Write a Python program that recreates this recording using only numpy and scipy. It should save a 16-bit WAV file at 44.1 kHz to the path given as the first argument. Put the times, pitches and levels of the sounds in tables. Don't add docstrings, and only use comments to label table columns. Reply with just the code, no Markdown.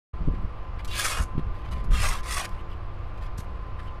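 import sys
import numpy as np
from scipy import signal
from scipy.fft import rfft, irfft
from scipy.io import wavfile
from scipy.ndimage import uniform_filter1d, map_coordinates

SR = 44100
rng = np.random.default_rng(int(sys.argv[2]) if len(sys.argv) > 2 else 0)


def generate_wav(signal):
    frames = np.transpose(np.atleast_2d(signal))
    scaled = np.clip(frames, -1, 1) * 32767
    pcm = np.round(scaled).astype(np.int16)
    wavfile.write(sys.argv[1], SR, pcm)


N = 176400

# freq_hz, gain_db
TRAFFIC_SPECTRUM = [(60,12),(150,-16),(250,-2),(480,4),(700,2),(900,1.5),(1080,3),(1300,0),(1600,-6),(2100,-9),(2700,-11),(3600,-19),(4800,-23.5),(6000,-34),(9000,-52.5),(12500,-54),(15500,-54)]
# pitch_hz, level_db, waver_ratio
MACHINE_TONES = [(100.6,-46.5,0.0053),(183.5,-57.5,0.00975),(292,-63.5,0.0014),(344.3,-58.5,0.0015),(1058.5,-60.5,0.0021),(1179,-57,0.0013),(1190,-63.5,0.002)]
# time_s, level_db
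WHINE_ENVELOPE = [(.8,-55.5),(1.0,-47),(1.8,-53),(2.3,-47.5),(2.6,-54),(3.1,-60),(3.3,-52),(3.85,-49.5)]
# centre_s, length_s, pitch_hz, level_db
BIRD_CHIRPS = [(2.596,0.03,2890,-53),(2.726,0.033,2980,-51),(3.885,0.032,2850,-52)]
# freq_hz, gain_db
RUMBLE_SPECTRUM = [(8,1.5),(18,2),(32,-1),(60,-2),(85,-9),(130,-19),(200,-24.5),(300,-37.5),(600,-50)]
BLUSTER_SPECTRUM = [(30,-15.5),(80,-17),(130,13),(200,8.5),(300,-6.5),(450,-10),(800,-44)]
# centre_s, half_width_s, rumble_db, bluster_db
WIND_GUSTS = [(.22,0.015,-24,-35),(0.314,0.049,-24,-34),(0.438,0.023,-24.5,-40),(1.212,0.022,-20.5,-36.5),(1.386,0.031,-28.5,-37),(1.47,0.043,-26.5,-50),
              (1.73,0.029,-26,-49),(1.86,0.11,-23.5,-40.5),(1.93,0.019,-17.5,-56),(2.035,0.079,-22,-62),(2.65,0.022,-29,-59)]
# centre_s, width_s, gain_db
WIND_BUFFETS = [(0.2787,0.00085,-12.5),(0.2859,0.00066,-13),(0.293,0.0077,-10.5),(0.338,0.00086,-20),(0.436,0.00077,-32),(1.228,0.0041,-13.5),
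                (1.355,0.00095,-21),(1.381,0.00084,-11),(1.395,0.00066,-18.5),(1.733,0.0014,-29),(3.39,0.0012,-21.5)]
# start_s, length_s, hiss_db, rasp_db
SCUFF_EVENTS = [(0.342,0.0092,-71,-51),(0.785,0.022,-66,-51.5),(0.845,0.0091,-47.5,-51.5),(1.375,0.021,-69,-49),(1.518,0.1,-72.5,-55.5),(1.63,0.06,-72,-50),
                (1.71,0.024,-53,-42),(1.736,0.074,-68,-50.5),(1.838,0.0088,-58,-55),(2.463,0.15,-71,-54),(2.686,0.052,-72,-56),
                (3.171,0.016,-70,-52),(3.206,0.06,-63.5,-49.5),(3.372,0.034,-50.5,-54),(3.405,0.042,-74,-74),(3.786,0.016,-67,-47),(3.8,0.086,-73,-61)]
# freq_hz, gain_db
TOUCH_HISS_SPECTRUM = [(2000,-6),(4000,3.5),(6000,4.5),(9000,1),(12300,-0.5),(13500,-7),(15500,-18.5)]
TOUCH_RASP_SPECTRUM = [(400,14.5),(1100,15),(2000,15.5),(3200,9),(5000,-1),(8000,-71)]
# start_s, gain_db
GRAIN_SNAPS = [(0.847,-46.5),(1.0631,-25),(1.185,-37),(2.064,-35),(2.087,-31.5),(2.327,-32),(2.382,-34),(2.454,-37.5),(2.492,-51),(3.381,-45),(3.384,-47),(3.401,-48),(3.405,-48)]
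# time_s, rasp_gain_db, hiss_gain_db
STROKE_ENVELOPES = [
    [(.876,-58,-50.5),(.93,-41,-54),(.991,-30,-32.5),(1.03,-31,-35.5),(1.06,-25.5,-27),(1.075,-31.5,-33.5),(1.093,-30,-28),(1.16,-34,-42),(1.183,-34,-42),(1.238,-45.5,-44),(1.265,-75,-67)],
    [(1.908,-46,-60),(1.932,-35.5,-46),(1.99,-34.5,-44),(2.03,-32,-36.5),(2.062,-27,-35.5),(2.092,-33,-33.5),(2.116,-37.5,-47),(2.135,-34.5,-41),(2.212,-48,-59)],
    [(2.23,-48.5,-55),(2.275,-41,-44),(2.322,-32.5,-33),(2.338,-38,-36.5),(2.393,-30.5,-34.5),(2.43,-37.5,-43),(2.456,-36.5,-40.5),(2.472,-52,-66)],
]
# freq_hz, width_hz, gain_db
BLADE_MODES = [
    [(626,70,1),(1230,190,7.5),(1660,84,1.5),(2260,55,3.5),(2492,46,7.5),(2790,53,6),(3174,45,5),(3390,74,0.5),(3830,28,1),(4490,92,-1.5),(6780,50,-4),(8715,53,-2)],
    [(1200,100,9.5),(1640,52,0.5),(1900,98,-2.5),(2680,140,0),(3150,180,-2),(3580,42,-7),(5020,160,-4.5),(6620,110,-16)],
    [(736,39,-3),(1170,125,7.5),(1920,130,0),(2430,190,-2.5),(3380,69,-3),(4640,75,-12),(5800,90,-10)],
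]
# freq_hz, gain_db
BLADE_RASP_SPECTRUM = [(200,-40),(420,-12),(750,3.5),(880,-6.5),(1150,1.5),(2000,3.5),(3300,-4),(4500,-11),(8000,-80)]
SAND_HISS_SPECTRUM = [(1500,-19),(3200,-27),(4500,1.5),(6500,3.5),(7500,-0.5),(8800,3),(11000,-0.5),(13000,-11.5),(14000,-29),(15500,-54)]

DARKEN_DB = [17, 3.5, 3.5]


def undb(db):
    return 10 ** (np.asarray(db) / 20)


def unit_rms(x):
    return x / np.sqrt(np.mean(x ** 2))


def times():
    return np.arange(N) / SR


def freqs():
    return np.maximum(np.arange(N // 2 + 1) * SR / N, 1)


def colour(x, spectrum):
    hz, db = np.array(spectrum).T
    f = freqs()
    gain = undb(np.interp(np.log(f), np.log(hz), db))
    rolloff = np.minimum(hz[-1] / f, 1) ** 4
    return unit_rms(irfft(rfft(x) * gain * rolloff, N))


def drift(rate_hz):
    steps = rng.standard_normal(N // 20)
    return unit_rms(map_coordinates(steps, [times() * rate_hz], order=2, mode="wrap"))


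def flicker(depth_db, rate_hz):
    return undb(depth_db * drift(rate_hz))


def traffic(level_db=-45.5):
    return undb(level_db) * colour(rng.standard_normal(N), TRAFFIC_SPECTRUM)


def machine_tone(pitch_hz, level_db, waver_ratio):
    phase = 2 * np.pi * np.cumsum(pitch_hz * (1 + waver_ratio * drift(rate_hz=12))) / SR
    return np.sqrt(2) * undb(level_db) * flicker(depth_db=1.8, rate_hz=9) * np.sin(phase)


def machine():
    whine_db = np.interp(times(), *np.array(WHINE_ENVELOPE).T)
    whine = machine_tone(pitch_hz=1027, level_db=whine_db, waver_ratio=.0012)
    return whine + sum(machine_tone(*row) for row in MACHINE_TONES)


def bird(waver_ratio=0.065):
    t, out = times(), np.zeros(N)
    warped_s = np.cumsum(1 + waver_ratio * drift(rate_hz=300)) / SR
    for centre_s, length_s, pitch_hz, level_db in BIRD_CHIRPS:
        envelope = np.exp(-(2 * (t - centre_s) / length_s) ** 2)
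        out += undb(level_db) * envelope * np.sin(2 * np.pi * pitch_hz * warped_s)
    return out


def wind(steady_db=-32):
    t = times()
    rumble_power, bluster_power = undb(steady_db) ** 2, 0
    for centre_s, half_width_s, rumble_db, bluster_db in WIND_GUSTS:
        swell = np.exp(-((t - centre_s) / half_width_s) ** 2)
        rumble_power += swell * undb(rumble_db) ** 2
        bluster_power += swell * undb(bluster_db) ** 2
    rumble = np.sqrt(rumble_power) * colour(rng.standard_normal(N), RUMBLE_SPECTRUM)
    bluster = np.sqrt(bluster_power) * colour(rng.standard_normal(N), BLUSTER_SPECTRUM)
    out = (rumble + bluster) * flicker(depth_db=0.9, rate_hz=11)
    for centre_s, width_s, gain_db in WIND_BUFFETS:
        u = (t - centre_s) / width_s
        pulse = np.exp(-u ** 2 / 2) - np.exp(-(u / 4) ** 2 / 2) / 4
        out += undb(gain_db) * pulse
    return out


def yard_echo(x, t60_s=0.27, echo_db=-21.5, delay_s=0.011):
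    t = times()[:SR]
    tail = rng.standard_normal(SR) * (t > delay_s) * np.exp(-np.log(1000) * t / t60_s)
    tail /= np.sqrt(np.sum(tail ** 2))
    return x + undb(echo_db) * signal.fftconvolve(x, tail)[:N]


def steel_smear(x, decay_s=0.0057, shifts_per_s=19):
    t, out = times(), np.zeros(N)
    lag_s = t[:SR // 25]
    position = t * shifts_per_s
    tails = rng.standard_normal((256, len(lag_s))) * np.exp(-lag_s / decay_s)
    for k, tail in enumerate(tails):
        start, end = np.searchsorted(position, [k - 1, k + 1])
        if end > start:
            crossfade = np.cos(np.pi / 2 * (position[start:end] - k))
            part = signal.fftconvolve(x[start:end] * crossfade, tail)[:N - start]
            out[start:start + len(part)] += part
    return out


def crumbs(grains_per_s=830, level_db=-78.5, spread_db=0.5):
    falls = rng.random(N) < grains_per_s / SR
    size = undb(-spread_db * np.minimum(rng.exponential(size=N), 3))
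    return undb(level_db) * colour(steel_smear(falls * size), TOUCH_HISS_SPECTRUM)


def grit(grains_per_s=11000, spread_db=4, crack_db=-6):
    hits = rng.random(N) < grains_per_s / SR
    size = undb(spread_db * np.minimum(rng.exponential(size=N), 4))
    catch = flicker(depth_db=1.22, rate_hz=87)
    chatter = flicker(depth_db=1.4, rate_hz=600)
    grains = unit_rms(hits * size * rng.standard_normal(N))
    return catch * chatter * (unit_rms(steel_smear(grains)) + undb(crack_db) * grains)


def scuffs(attack_ratio=0.34, release_s=0.0079):
    t, sand, out = times(), grit(), np.zeros(N)
    hiss, rasp = colour(sand, TOUCH_HISS_SPECTRUM), colour(sand, TOUCH_RASP_SPECTRUM)
    for start_s, length_s, hiss_db, rasp_db in SCUFF_EVENTS:
        attack = np.clip((t - start_s) / (attack_ratio * length_s), 0, 1)
        release = np.exp(-np.maximum(t - start_s - length_s, 0) / release_s)
        out += attack * release * (undb(hiss_db) * hiss + undb(rasp_db) * rasp)
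    return out


def snaps(decay_s=.003, body_db=-4):
    t, noise = times(), rng.standard_normal(N)
    crack = colour(noise, TOUCH_HISS_SPECTRUM)
    body = undb(body_db) * colour(noise, TOUCH_RASP_SPECTRUM)
    envelope = sum(undb(gain_db) * (t > start_s) * np.exp(-np.abs(t - start_s) / decay_s)
                   for start_s, gain_db in GRAIN_SNAPS)
    return (crack + body) * envelope


def blade_ring(x, modes, bend_ratio=.004):
    f, drive, ring = freqs(), rfft(x), np.zeros(N)
    for freq_hz, width_hz, gain_db in modes:
        mode = irfft(drive / (1 + 1j * (f * f - freq_hz * freq_hz) / (f * width_hz)), N)
        ring += undb(gain_db) * flicker(depth_db=2, rate_hz=16) * mode
    bent_index = np.cumsum(1 + bend_ratio * drift(rate_hz=14))
    return unit_rms(map_coordinates(ring, [bent_index], order=3, mode="mirror"))


def trowel_stroke(envelope, modes, darken_db, split_hz=1880, rasp_trim_db=-3, hiss_trim_db=-1):
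    t = times()
    time_s, rasp_db, hiss_db = np.array(envelope).T
    contact = uniform_filter1d(1. * ((t > time_s[0]) & (t < time_s[-1])), size=200)
    sand = grit()
    blade = colour(sand, BLADE_RASP_SPECTRUM) + blade_ring(grit(), modes)
    lows = irfft(rfft(blade) / (1 + (freqs() / split_hz) ** 4), N)
    tilt = undb(darken_db * np.interp(t, [time_s[0], time_s[-1]], [-.5, .5]))
    darkened = lows * tilt + (blade - lows) / tilt
    crunch = flicker(depth_db=0.9, rate_hz=110)
    rasp = crunch * darkened * undb(rasp_trim_db + np.interp(t, time_s, rasp_db))
    hiss = colour(sand, SAND_HISS_SPECTRUM) * undb(hiss_trim_db + np.interp(t, time_s, hiss_db))
    return contact * (rasp + hiss)


def scene():
    strokes = sum(trowel_stroke(*row) for row in zip(STROKE_ENVELOPES, BLADE_MODES, DARKEN_DB))
    work = strokes + scuffs() + snaps() + crumbs()
    return (yard_echo(work) + wind() + traffic() + machine() + bird())[None]


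def record(dry, start_s=0.1316, fade_s=0.0093, cutoff_hz=15480):
    t = times()
    fades = np.clip(np.minimum(t - start_s, t[-1] - t) / fade_s, 0, 1)
    lowpass = signal.ellip(10, .2, 80, cutoff_hz, fs=SR, output="sos")
    return signal.sosfilt(lowpass, dry * fades)


dry = scene()
out = record(dry)
generate_wav(out)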